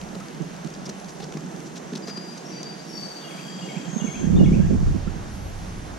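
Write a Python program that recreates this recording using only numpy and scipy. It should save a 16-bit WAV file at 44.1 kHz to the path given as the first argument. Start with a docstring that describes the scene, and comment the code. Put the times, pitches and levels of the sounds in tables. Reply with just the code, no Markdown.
"""A creek runs past an angler whose small camera looks down at a fish flapping in a wet landing net.
Filtered noise makes the creek and a fine treble hiss from the start, as short low tones and noise
bursts make the fish's thumps and flicks of water. Thin gliding sines whine high up, now and then.
From 2 s birds whistle in echoing woods, and from 3.2 s one sings a phrase four times, all as gliding sines.
Late on, low puffs and a gust of dull noise buffet the two microphone ports; a last drip falls at 5.1 s."""
import sys
import numpy as np
from scipy import signal
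from scipy.fft import rfft, irfft
from scipy.io import wavfile
from scipy.ndimage import uniform_filter1d

SR = 44100
rng = np.random.default_rng(int(sys.argv[2]) if len(sys.argv) > 2 else 0)


def wav_record(signal):
    """Record a signal, one row per channel, as 16-bit PCM in the file named by sys.argv[1]."""
    frames = np.transpose(np.atleast_2d(signal))
    bounded = np.clip(frames, -1, 1)
    # unit amplitude maps onto the largest positive 16-bit level
    quanta = np.round(bounded * 32767).astype(np.int16)
    wavfile.write(sys.argv[1], SR, quanta)


N = 264114
T = np.arange(N) / SR
SHORT_T = np.arange(3000) / SR  # clock for one short event, in seconds
HZ = np.fft.rfftfreq(N, 1 / SR)
SIDES = np.array([[.5], [-.5]])  # half of a left-right difference goes to each side


def undb(db):
    """Decibels to gain."""
    return 10 ** (np.asarray(db) / 20)


def over_hz(table):
    """Straight lines between (f/Hz, value) points on a log axis."""
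    hz, value = np.transpose(table)
    return np.interp(np.log(HZ + 1), np.log(hz + 1), value)


def unit(x):
    """Scale to rms 1."""
    return x / np.sqrt(np.mean(x ** 2))


def coloured(x, table):
    """Filter by a (f/Hz, level/dB) spectrum."""
    return irfft(rfft(x) * undb(over_hz(table)), N)


def walk(rate):
    """A smooth random wander: levels held 1 / rate seconds, then averaged twice; spread near 1."""
    k = int(SR / rate)
    steps = np.repeat(rng.standard_normal(N // k + 1), k)
    return 1.19 * uniform_filter1d(uniform_filter1d(steps, k), k)[:N]


def add(out, s, sound, pan_db):
    """Mix a short sound into both channels; the pan leaves their mean gain alone."""
    i = int(s * SR)
    sound, pan = sound[..., :N - i], undb(pan_db * SIDES)
    out[:, i:i + sound.shape[-1]] += sound * pan / pan.mean()


CREEK_DB = -45  # rms of the two-port average above 500 Hz, before the wavering
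# tone colour of the water: (f/Hz, level/dB per Hz, relative)
CREEK_COLOUR = [(76, -45), (130, -4.5), (182, 0.5), (246, -9), (319, -8.5), (485, -14.5), (709, -14),
                (1170, -20), (1570, -21), (2170, -26), (3790, -30.5), (6230, -30.5), (12500, -46),
                (14100, -49), (15300, -89)]
# how alike left and right are, before the limits in creek(): (f/Hz, likeness 0-1)
CREEK_LIKENESS = [(60, 0.7), (130, 0.53), (290, 0.85), (640, 0), (1410, 0.09), (3100, 0.53), (6820, 0.5),
                  (15000, 0)]
# which side is louder: (f/Hz, left minus right level/dB)
CREEK_LEAN = [(60, 19), (110, -5), (200, -2.5), (380, -3), (700, -7.5), (1290, -1), (2380, -1), (4400, 1),
              (8120, -1.5), (15000, 0)]
# which side is ahead: (f/Hz, left's lead/radians)
CREEK_LEAD = [(300, -0.41), (600, 2), (950, 1.8), (1460, 1.47), (3270, -1), (6000, 0.75), (7400, 2.5),
              (9000, 1.23)]
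# the low roar of the current swells and sinks: (t/s, level/dB)
ROAR_SWELL = [(0, 1.5), (.5, -1.5), (1.2, 1), (2, 0), (3.2, -1), (4, 2.5), (5.2, -0.5), (6, -0.5)]


def creek(swell_db=-0.5, flicker_db=1.0, babble_db=2.04):
    """Octave bands of rushing water, each wavering; the two ports share part of it, one ahead."""
    lead = SIDES * over_hz(CREEK_LEAD)
    # a lead makes the sides look less alike, so more must be shared
    like = np.clip(over_hz(CREEK_LIKENESS) / np.maximum(np.cos(over_hz(CREEK_LEAD)), .5), 0, .95)
    like = np.maximum(like, 0.76 * (HZ > 400) * (HZ < 1300))
    shared, own = rfft(rng.standard_normal(N)), rfft(rng.standard_normal((2, N)))
    water = np.sqrt(like) * shared * np.exp(1j * lead) + np.sqrt(1 - like) * own
    water = water * undb(over_hz(CREEK_COLOUR) + SIDES * over_hz(CREEK_LEAN))
    water = water / np.sqrt(np.mean(irfft(water.mean(0) * (HZ > 500), N) ** 2))
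    out, swell = 0, walk(0.97)
    for centre in 170 * 2. ** np.arange(7):
        # neighbouring bands fade into each other
        share = np.cos(np.pi / 2 * np.clip(np.log2((HZ + 1) / centre), -1, 1)) ** 2
        if centre < 200:
            share[HZ < centre] = 1
        if centre < 400:
            db = np.interp(T, *np.transpose(ROAR_SWELL)) + babble_db * walk(14)
        else:
            db = swell_db * swell + flicker_db * walk(12)
        out = out + irfft(water * share, N) * undb(db)
    return out * undb(CREEK_DB)


# a band of fine treble hiss, perhaps far insects: (t/s, level/dB)
HISS_LEVEL = [(0.0, -53.5), (0.25, -57), (1.3, -55.5), (2.0, -54.5), (2.85, -57.5), (3.05, -54.5),
              (3.9, -50), (4.75, -53), (4.95, -58), (5.62, -57.5), (5.99, -60)]
# its tone colour: (f/Hz, level/dB per Hz, relative)
HISS_SPECTRUM = [(3500, -46), (5000, -24), (5800, 2.5), (6700, 0), (7600, -4), (10000, -35)]


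def hiss(apart=2.3):
    """Treble noise, mostly separate left and right, with a slowly drawn level and a light flicker."""
    noise = rng.standard_normal(N) + apart * rng.standard_normal((2, N))
    db = np.interp(T, *np.transpose(HISS_LEVEL)) + 0.38 * walk(29.0)
    return unit(coloured(noise, HISS_SPECTRUM)) * undb(db)


# thin whines that wander very high, one table each, before tremble and flicker: (t/s, f/Hz, level/dB)
WHINE_PATHS = [
    [(2.85, 9800, -78), (2.89, 10800, -62), (2.93, 11350, -63), (2.96, 11500, -67), (3.0, 11900, -64),
     (3.05, 12000, -66), (3.1, 11850, -69), (3.21, 11870, -72), (3.28, 12480, -67), (3.33, 12280, -67),
     (3.39, 12700, -67), (3.42, 12050, -68), (3.45, 11850, -69), (3.48, 11150, -62), (3.505, 10100, -71)],
    [(2.99, 8150, -70), (3.04, 8410, -57), (3.08, 8270, -61), (3.24, 8340, -62), (3.28, 8850, -58),
     (3.34, 8620, -57), (3.39, 9100, -59), (3.42, 8450, -56), (3.46, 8100, -66)],
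    [(5.25, 9800, -74), (5.29, 10600, -68), (5.33, 11350, -70), (5.37, 11560, -68), (5.42, 11350, -68),
     (5.475, 11800, -65), (5.53, 11200, -68), (5.59, 10980, -66), (5.66, 10800, -66), (5.7, 10600, -68),
     (5.735, 10300, -66), (5.79, 10200, -65), (5.86, 9950, -64), (5.9, 9930, -66), (5.92, 9700, -80)],
    [(5.285, 9600, -76), (5.31, 10050, -65), (5.36, 10480, -64), (5.415, 10300, -66), (5.475, 10500, -67),
     (5.52, 10100, -70), (5.55, 9900, -80)],
    [(0.965, 9600, -74), (0.985, 9800, -62), (1.01, 10070, -65), (1.08, 10100, -67), (1.125, 10280, -65),
     (1.15, 10150, -61), (1.175, 9600, -74)],
]
# where each whine sits: (left minus right level/dB, left's lead/radians)
WHINE_PLACES = [(2, 1.2), (-8, 1.7), (6, .6), (5, -.5), (12, 0.1)]
MIRROR_HZ, MIRROR_DB, MIRROR_FALL_DB_PER_KHZ = 12000, -4, 7  # the twin weakens away from the mirror
WHINE_FLICKER_DB, WHINE_TREMBLE_HZ = 1.6, 35  # typical size of the wander


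def whines():
    """Gliding, slightly trembling sines; each has a fainter twin that mirrors its pitch about a fixed frequency."""
    out = np.zeros((2, N))
    for path, (pan_db, lead) in zip(WHINE_PATHS, WHINE_PLACES):
        s, hz, db = np.transpose(path)
        hz = uniform_filter1d(np.interp(T, s, hz), size=400) + WHINE_TREMBLE_HZ * walk(90.)
        db = np.interp(T, s, db, left=-150, right=-150) + WHINE_FLICKER_DB * walk(43.0)
        phase = 2 * np.pi * np.cumsum(hz) / SR + SIDES * lead
        twin_db = MIRROR_DB - MIRROR_FALL_DB_PER_KHZ * np.abs(MIRROR_HZ - hz) / 1000
        twin = undb(twin_db) * np.sin(4 * np.pi * MIRROR_HZ * T - phase)
        add(out, 0, np.sqrt(2) * undb(db) * (np.sin(phase) + twin), pan_db)
    return out


def note(length, start_hz, end_hz, bend, rise_s, fall_s):
    """A sine that glides in pitch, swells in and dies away."""
    t = np.arange(int(length * SR)) / SR
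    hz = start_hz + (end_hz - start_hz) * (t / length) ** bend
    edge = np.clip(np.minimum(t / rise_s, (length - t) / fall_s), 0, 1)
    return np.sqrt(2) * np.sin(np.pi / 2 * edge) ** 2 * np.sin(2 * np.pi * np.cumsum(hz) / SR)


def echoed(dry, t60_s, wet_db, late_s):
    """The sound plus a diffuse tail of echoes that starts late_s later and fades 60 dB in t60_s."""
    t = np.arange(SR) / SR
    echoes = rng.standard_normal((2, SR)) * undb(-60 * t / t60_s) * (t > late_s)
    echoes = echoes / np.sqrt(np.sum(echoes ** 2, axis=1, keepdims=True))
    return dry + undb(wet_db) * signal.fftconvolve(dry, echoes, axes=1)[:, :N]


BIRD_PAN_DB = 5  # left minus right
WOODS_T60_S, WOODS_DB = 0.63, -1.5
ONSET_DROP_DB, SWELL_MAX_S, FADE_MAX_S = 7.5, 0.044, 0.12
# whistled and buzzed notes: (start t/s, length/s, start f/Hz, end f/Hz, level/dB, roughness 0-1,
# loudest at share of length, drop by the end/dB)
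WHISTLE_NOTES = [(2.0, 0.455, 4825, 4755, -40.5, 0.59, 0.41, 38),
                 (2.48, 0.412, 4705, 4645, -43.5, 0.61, 0.42, 19),
                 (2.91, 0.48, 4590, 4580, -40, 0.6, 0.24, 20),
                 (3.28, 0.66, 4730, 4720, -50.5, 0.85, 0.21, 8),
                 (2.435, 0.17, 5550, 5530, -48, 0.7, 0.3, 10), (2.885, 0.15, 5480, 5440, -46, .7, 0.5, 8),
                 (2.89, .26, 5980, 5960, -53, .97, 0.2, 2), (2.835, .2, 5450, 5650, -49.5, 1, 0.3, 8),
                 (2.435, 0.22, 5900, 5900, -50, .99, 0.26, 8),
                 (3.28, 0.96, 7520, 7450, -55.5, .82, 0.45, 8),
                 (3.87, 0.19, 6525, 6510, -46.5, 0.7, 0.35, -10.5),
                 (3.91, 0.34, 6420, 6410, -42.5, 0.5, 0.14, 5), (3.17, .81, 3260, 3210, -51, .88, 0.078, 2),
                 (4.05, 0.28, 3240, 3230, -52.5, 0.76, 0.36, 0),
                 (3.96, 0.26, 3200, 3480, -50, 0.7, .15, 15)]


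def whistles(flutter_s=0.026, swell=0.17, fade=0.52):
    """Gliding notes; rough ones flutter in loudness. Echoes off the trunks smear them."""
    dry = np.zeros((2, N))
    for s, length, start_hz, end_hz, db, rough, top, drop_db in WHISTLE_NOTES:
        rise_s, fall_s = min(swell * length, SWELL_MAX_S), min(fade * length, FADE_MAX_S)
        tone = note(length, start_hz, end_hz, 0.96, rise_s, fall_s)
        progress = np.linspace(0, 1, len(tone))
        arc_db = np.interp(progress, [0, np.clip(top, .05, .95), 1], [-ONSET_DROP_DB, 0, -drop_db])
        share = np.clip(rough, 0, 1)
        # rough notes flutter faster, which widens their line
        flutter = uniform_filter1d(rng.standard_normal(SR), int(flutter_s * SR * (1.08 - share)))
        wobble = np.sqrt(1 - share ** 2) + share * unit(flutter)[:len(tone)]
        add(dry, s, undb(db) * tone * undb(arc_db) * wobble, BIRD_PAN_DB)
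    return echoed(dry, WOODS_T60_S, WOODS_DB, late_s=0.03)


PHRASE_T60_S, PHRASE_ECHO_DB = 0.95, 0
HIGH_NOTE_HZ, DIP_HZ, SLUR_HZ = 3100, 2500, 2000  # limits that pick out the notes with extra gain
# the seven notes of the warbler's phrase:
# (delay/s, length/s, start f/Hz, end f/Hz, bend, level/dB before the round's gains)
PHRASE_NOTES = [(-.033, 0.026, 3485, 3750, 1.2, -45), (-.003, 0.028, 2935, 2804, 0.63, -44.5),
                (0.049, 0.015, 3280, 3400, 1.1, -42), (0.061, 0.015, 2750, 2260, 0.96, -45.5),
                (0.065, 0.031, 2298, 2160, .5, -43), (0.132, 0.0338, 2220, 2780, 1.08, -44.5),
                (0.207, .08, 1597, 2115, 2.4, -53.5)]
# each round of the phrase: (t/s, gain/dB, extra gain/dB of the high notes, of the note at the bottom
# of the dip, of the low closing slur)
PHRASE_ROUNDS = [(3.242, -2.5, -4, -5, 0), (3.621, -1, -16, -0.5, -2), (4.004, 0, -7, -0.5, 1),
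                 (4.392, 0.7, -1, -1.5, 0.5)]


def warbler():
    """A phrase of seven quick gliding notes, sung four times, with echoes off the trunks."""
    song = np.zeros((2, N))
    for s, round_db, high_db, dip_db, slur_db in PHRASE_ROUNDS:
        for delay, length, start_hz, end_hz, bend, db in PHRASE_NOTES:
            db = db + round_db + high_db * (start_hz > HIGH_NOTE_HZ)
            db = db + dip_db * (end_hz < start_hz < DIP_HZ) + slur_db * (start_hz < SLUR_HZ)
            tone = note(length, start_hz, end_hz, bend, 0.005, 0.0062)
            add(song, s + delay, undb(db) * tone, BIRD_PAN_DB)
    return echoed(song, PHRASE_T60_S, PHRASE_ECHO_DB, late_s=0.012)


WIND_WANDER_DB = 2


def wind(table, colour, pan_db, burst_db, rate, likeness, calm_likeness, evenness, calm_db=-33.0):
    """Turbulence at each port: dull noise with small bursts; left-right likeness differs when it is calm."""
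    db = np.interp(T, *np.transpose(table), left=-120)
    noise = coloured(rng.standard_normal((2, N)), colour)
    # eddies follow each other closely, so the level is steadier than that of free noise
    noise = noise / uniform_filter1d(noise ** 2, size=1500, axis=1) ** (np.clip(evenness, 0, 1) / 2)
    left, right = (unit(port * undb(burst_db * walk(rate))) for port in noise)
    like = likeness + (calm_likeness - likeness) / (1 + undb(2 * (db - calm_db)))
    ports = np.array([left + like * right, right + like * left]) / (1 + like)
    # the stronger side wanders as the eddies swing round
    pan = undb(SIDES * (pan_db + WIND_WANDER_DB * walk(12.)))
    return ports * undb(db) * pan / np.sqrt(np.mean(pan ** 2, axis=0))


# a very low rumble at the ports: (t/s, level/dB)
DEEP_LEVEL = [(0.0, -41), (0.2, -58), (0.43, -54.5), (1.5, -61), (2.6, -66), (3.6, -67), (3.99, -57),
              (4.19, -43), (4.27, -27), (4.4, -20), (4.74, -20.5), (4.89, -17.5), (4.97, -26), (5.3, -33),
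              (5.5, -31.5), (5.96, -35.5)]
# its tone colour: (f/Hz, level/dB per Hz, relative)
DEEP_SPECTRUM = [(10, -23), (22, 0), (60, -2), (100, -1.5), (135, -7), (200, -48), (500, -130)]


def deep_rumble():
    """Very low rumble: noise below 200 Hz, the same at both ports when quiet."""
    return wind(DEEP_LEVEL, DEEP_SPECTRUM, pan_db=-2, burst_db=1.5, rate=20.0,
                likeness=.02, calm_likeness=1.0, evenness=0.5)


# the gust over the port openings: (t/s, level/dB)
GUST_LEVEL = [(4.14, -40), (4.2, -28), (4.3, -24.5), (4.4, -16.5), (4.47, -21), (4.54, -20.5), (4.64, -24),
              (4.74, -22.5), (4.8, -29), (4.95, -28.5), (5.04, -50), (5.24, -47), (5.99, -58)]
# its tone colour: (f/Hz, level/dB per Hz, relative)
GUST_SPECTRUM = [(65, -40), (110, -2.5), (177, -2), (263, -10), (295, -12), (339, -15), (531, -27),
                 (900, -44), (1170, -86), (1980, -120)]


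def gust():
    """Rough air over the openings: bursting low noise, partly opposite left and right when strong."""
    return wind(GUST_LEVEL, GUST_SPECTRUM, pan_db=-6, burst_db=4.5, rate=55.0,
                likeness=-0.46, calm_likeness=.05, evenness=0.12)


PUFF_S, EDGE_S, EDGE_RATIO, EDGE_DB = 0.0069, 0.0024, 1.804, 3.5
# lone puffs of air in and around the gust: (t/s, peak level/dB before the edge, f/Hz, left minus right level/dB)
PUFF_LIST = [(3.765, -23.5, 174, -26), (3.878, -23, 171, -28), (3.929, -26.5, 170, -25),
             (3.962, -17.5, 215, -35), (4.016, -19, 187, -34), (4.043, -18, 228, -35),
             (4.079, -21, 167, -27), (4.205, -25, 197, -20), (4.239, -16, 195, -24), (4.269, -15, 174, -14),
             (4.298, -17, 164, -15), (4.327, -16.5, 198, -15), (4.348, -14, 181, -11),
             (4.385, -13, 179, -3), (4.407, -10.5, 188, -6), (4.434, -15.5, 280, 6), (4.455, -11, 164, -3),
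             (4.485, -10.5, 170, 0), (4.515, -9, 169, 0), (4.535, -13.5, 202, -1), (4.559, -13.5, 160, -7),
             (4.598, -12.5, 180, -29), (4.625, -17, 169, -12), (4.663, -15, 174, -8),
             (4.707, -12.5, 149, -17), (4.728, -14, 205, -8), (4.745, -15, 228, -15),
             (4.824, -14, 158, -31), (4.871, -16, 111, -12), (4.902, -14, 120, -8),
             (5.071, -17.5, 172, -29), (5.157, -23, 159, -29)]


def puffs():
    """Each puff rocks the port cavity for a few cycles, with a short bright edge that grows with its strength."""
    out, t = np.zeros((2, N)), SHORT_T
    shape = np.exp(-((t - 1.1 * PUFF_S) / PUFF_S) ** 2)
    edge = undb(EDGE_DB) * np.exp(-((t - PUFF_S) / EDGE_S) ** 2)
    for s, db, hz, pan_db in PUFF_LIST:
        rock = shape * np.sin(2 * np.pi * hz * t)
        bright = undb(db) * edge * np.sin(2 * np.pi * EDGE_RATIO * hz * t)
        add(out, s - .004, undb(db) * (rock + bright), pan_db)
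    return out


# lone drips: (t/s, starting f/Hz, level/dB before the fade and pan)
DRIP_LIST = [(0.207, 1250, -37), (1.203, 775, -34), (1.372, 1100, -41), (2.09, 1370, -48),
             (5.074, 1330, -38)]


def drips(drip_s=0.011):
    """Each drip is a short ringing bubble."""
    out, t = np.zeros((2, N)), SHORT_T
    for s, hz, db in DRIP_LIST:
        # the bubble rises in pitch as it nears the surface
        ring = np.exp(-t / drip_s) * np.sin(2 * np.pi * hz * t * (1 + 1.6 * t))
        add(out, s, undb(db) * ring, -3.0)
    return out


FLICK_PAN_DB, SLAP_PAN_DB = 0.5, 1
TICK_DB, TICK_MS = 3.5, 0.51
# while the fish thrashes, small stray flicks fall at random around these values
STRAYS, THRASH_END_S, STRAY_DB, STRAY_HZ = 16, 2, -34, 5100
STRAY_SLAP_DB, STRAY_SPREAD_MS = -1, 1.5
# water flicked off the mesh:
# (t/s, level/dB before colouring, centre f/Hz, slap above the spray/dB before colouring, spread/ms)
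FLICK_LIST = [(0.014, -28.5, 4400, 4, 1.9), (0.1476, -32, 4110, 5, 5.3), (0.1998, -34.5, 6000, 11, 5),
              (0.421, -33.5, 6500, -3, 1.5), (0.6465, -32, 5910, 4, 1.9), (0.6709, -31.5, 6380, 4, 3.3),
              (0.7017, -36, 5910, -6, 2.7), (0.7383, -30, 5740, -10, 2.6), (0.8558, -26.5, 5470, -6, 7.4),
              (0.8922, -23.5, 5800, 0, 5.2), (1.0855, -33, 6200, 4, 7.9), (1.2, -31, 3410, 9.5, 5),
              (1.22, -32, 4000, 6, 11), (1.2402, -29, 4610, 0, 3.2), (1.323, -27, 3220, 7, 1.7),
              (1.338, -29.5, 2500, -2, 3), (1.371, -30.5, 4930, 10.5, 2.8), (1.5138, -35.5, 5890, -1, 2.8),
              (1.66, -35.5, 5700, -4, 11), (1.757, -28.5, 3500, -1, 8.7), (1.7733, -28.5, 6140, -5, 5.6),
              (1.9334, -29, 3870, 3, 3), (1.954, -22, 4030, -10, 4.4), (1.973, -27.5, 5690, 6, 3.8),
              (2.0744, -27, 4900, 5, 8.1), (2.089, -29.5, 4900, 9, 9), (2.174, -27, 4000, 5.5, 2.2),
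              (2.375, -29.5, 6270, 2, 5), (2.6302, -23, 6000, -10, 2)]
# tone colour of the spray: (f/Hz, level/dB per Hz)
SPRAY_SPECTRUM = [(500, -40), (1500, -32), (3000, -11), (6000, -6.5), (9000, -19.5), (14000, -34),
                  (17000, -35)]
# tone colour of the wet slap: (f/Hz, level/dB per Hz)
SLAP_SPECTRUM = [(200, -36), (450, -2), (900, -13.5), (1500, -10.5), (2500, -15), (5000, -46)]


def flicks(spray=0.68):
    """Water leaves the mesh in short gritty bursts: a tick, a spray ringing at its centre and a wet slap."""
    burst, slap = np.zeros((2, 2, N))
    t, ms = SHORT_T, SHORT_T * 1000
    strays = [(0.0069 + THRASH_END_S * a, STRAY_DB + 3 * (b - .5), STRAY_HZ * 2 ** (c - .5),
               STRAY_SLAP_DB, STRAY_SPREAD_MS) for a, b, c in rng.random((STRAYS, 3))]
    # a sharp tick leads the spray
    tick = undb(TICK_DB) * (t >= .005) * np.exp(-np.abs(ms - 5) / TICK_MS)
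    for s, db, hz, slap_db, spread_ms in FLICK_LIST + strays:
        shape = tick + np.exp(-((ms - 5 - 1.04 * spread_ms) / spread_ms) ** 2)
        noise = rng.standard_normal(len(t)) + 0.42 * rng.standard_normal((2, len(t)))
        ring = signal.lfilter(*signal.iirpeak(min(hz, 9000.), 2.2, fs=SR), noise)
        add(burst, s - .005, undb(db) * shape * (ring + spray * noise), FLICK_PAN_DB)
        add(slap, s - .005, undb(db + slap_db) * shape * noise, SLAP_PAN_DB)
    return coloured(burst, SPRAY_SPECTRUM) + coloured(slap, SLAP_SPECTRUM)


THUMP_OVERTONE, OVERTONE_DB = 1.8, -7  # times the pitch; level against the main tone
# the fish thumps the net: (t/s, level/dB before shaping, starting f/Hz, left minus right level/dB)
THUMP_LIST = [(0.16, -27.5, 340, -6), (0.194, -26, 191, -1.5), (0.402, -13.5, 175, -21),
              (0.414, -16, 164, -19), (0.645, -17, 177, -19), (0.658, -19, 172, -7), (0.706, -26, 183, -1),
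              (0.861, -21, 165, -2), (0.889, -19, 193, 1), (1.2, -22.5, 181, -12), (1.229, -30, 450, -8),
              (1.345, -15.5, 177, -2), (1.357, -34, 193, -3), (1.364, -18, 203, -1),
              (1.923, -17.5, 242, -1), (1.935, -21.5, 235, -3), (1.953, -18, 210, 0), (2.081, -21, 240, -2),
              (2.174, -19, 200, -3), (2.601, -25.5, 181, 1)]


def thumps(thump_s=0.0074):
    """Each thump of the fish is a few low cycles that sink in pitch, with one overtone."""
    out, t = np.zeros((2, N)), SHORT_T
    shape = (1 - np.exp(-t / 0.0025)) * np.exp(-(t / thump_s) ** 1.7)
    for s, db, hz, pan_db in THUMP_LIST:
        phase = 2 * np.pi * hz * t * (1 - 4 * t)
        body = np.sin(phase) + undb(OVERTONE_DB) * np.sin(THUMP_OVERTONE * phase)
        add(out, s, undb(db) * shape * body, pan_db)
    return out


LOW_CUT_HZ, TOP_HZ, CEILING = 108.7, 15400, 1


def scene():
    """Water, birds, wind and fish; the camera's low cut spares only the deep rumble."""
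    background = creek() + hiss() + whines() + whistles() + warbler()
    air = gust() + puffs()
    fish = drips() + flicks() + thumps()
    low_cut = signal.cheby2(8, 45, LOW_CUT_HZ, "high", fs=SR, output="sos")
    return signal.sosfilt(low_cut, background + air + fish) + deep_rumble()


def record(dry):
    """The camera rounds the loudest peaks and cuts the top."""
    rounded = CEILING * np.tanh(dry / CEILING)
    top_cut = signal.ellip(10, .2, 80, TOP_HZ, fs=SR, output="sos")
    return signal.sosfilt(top_cut, rounded)


dry = scene()
out = record(dry)
wav_record(out)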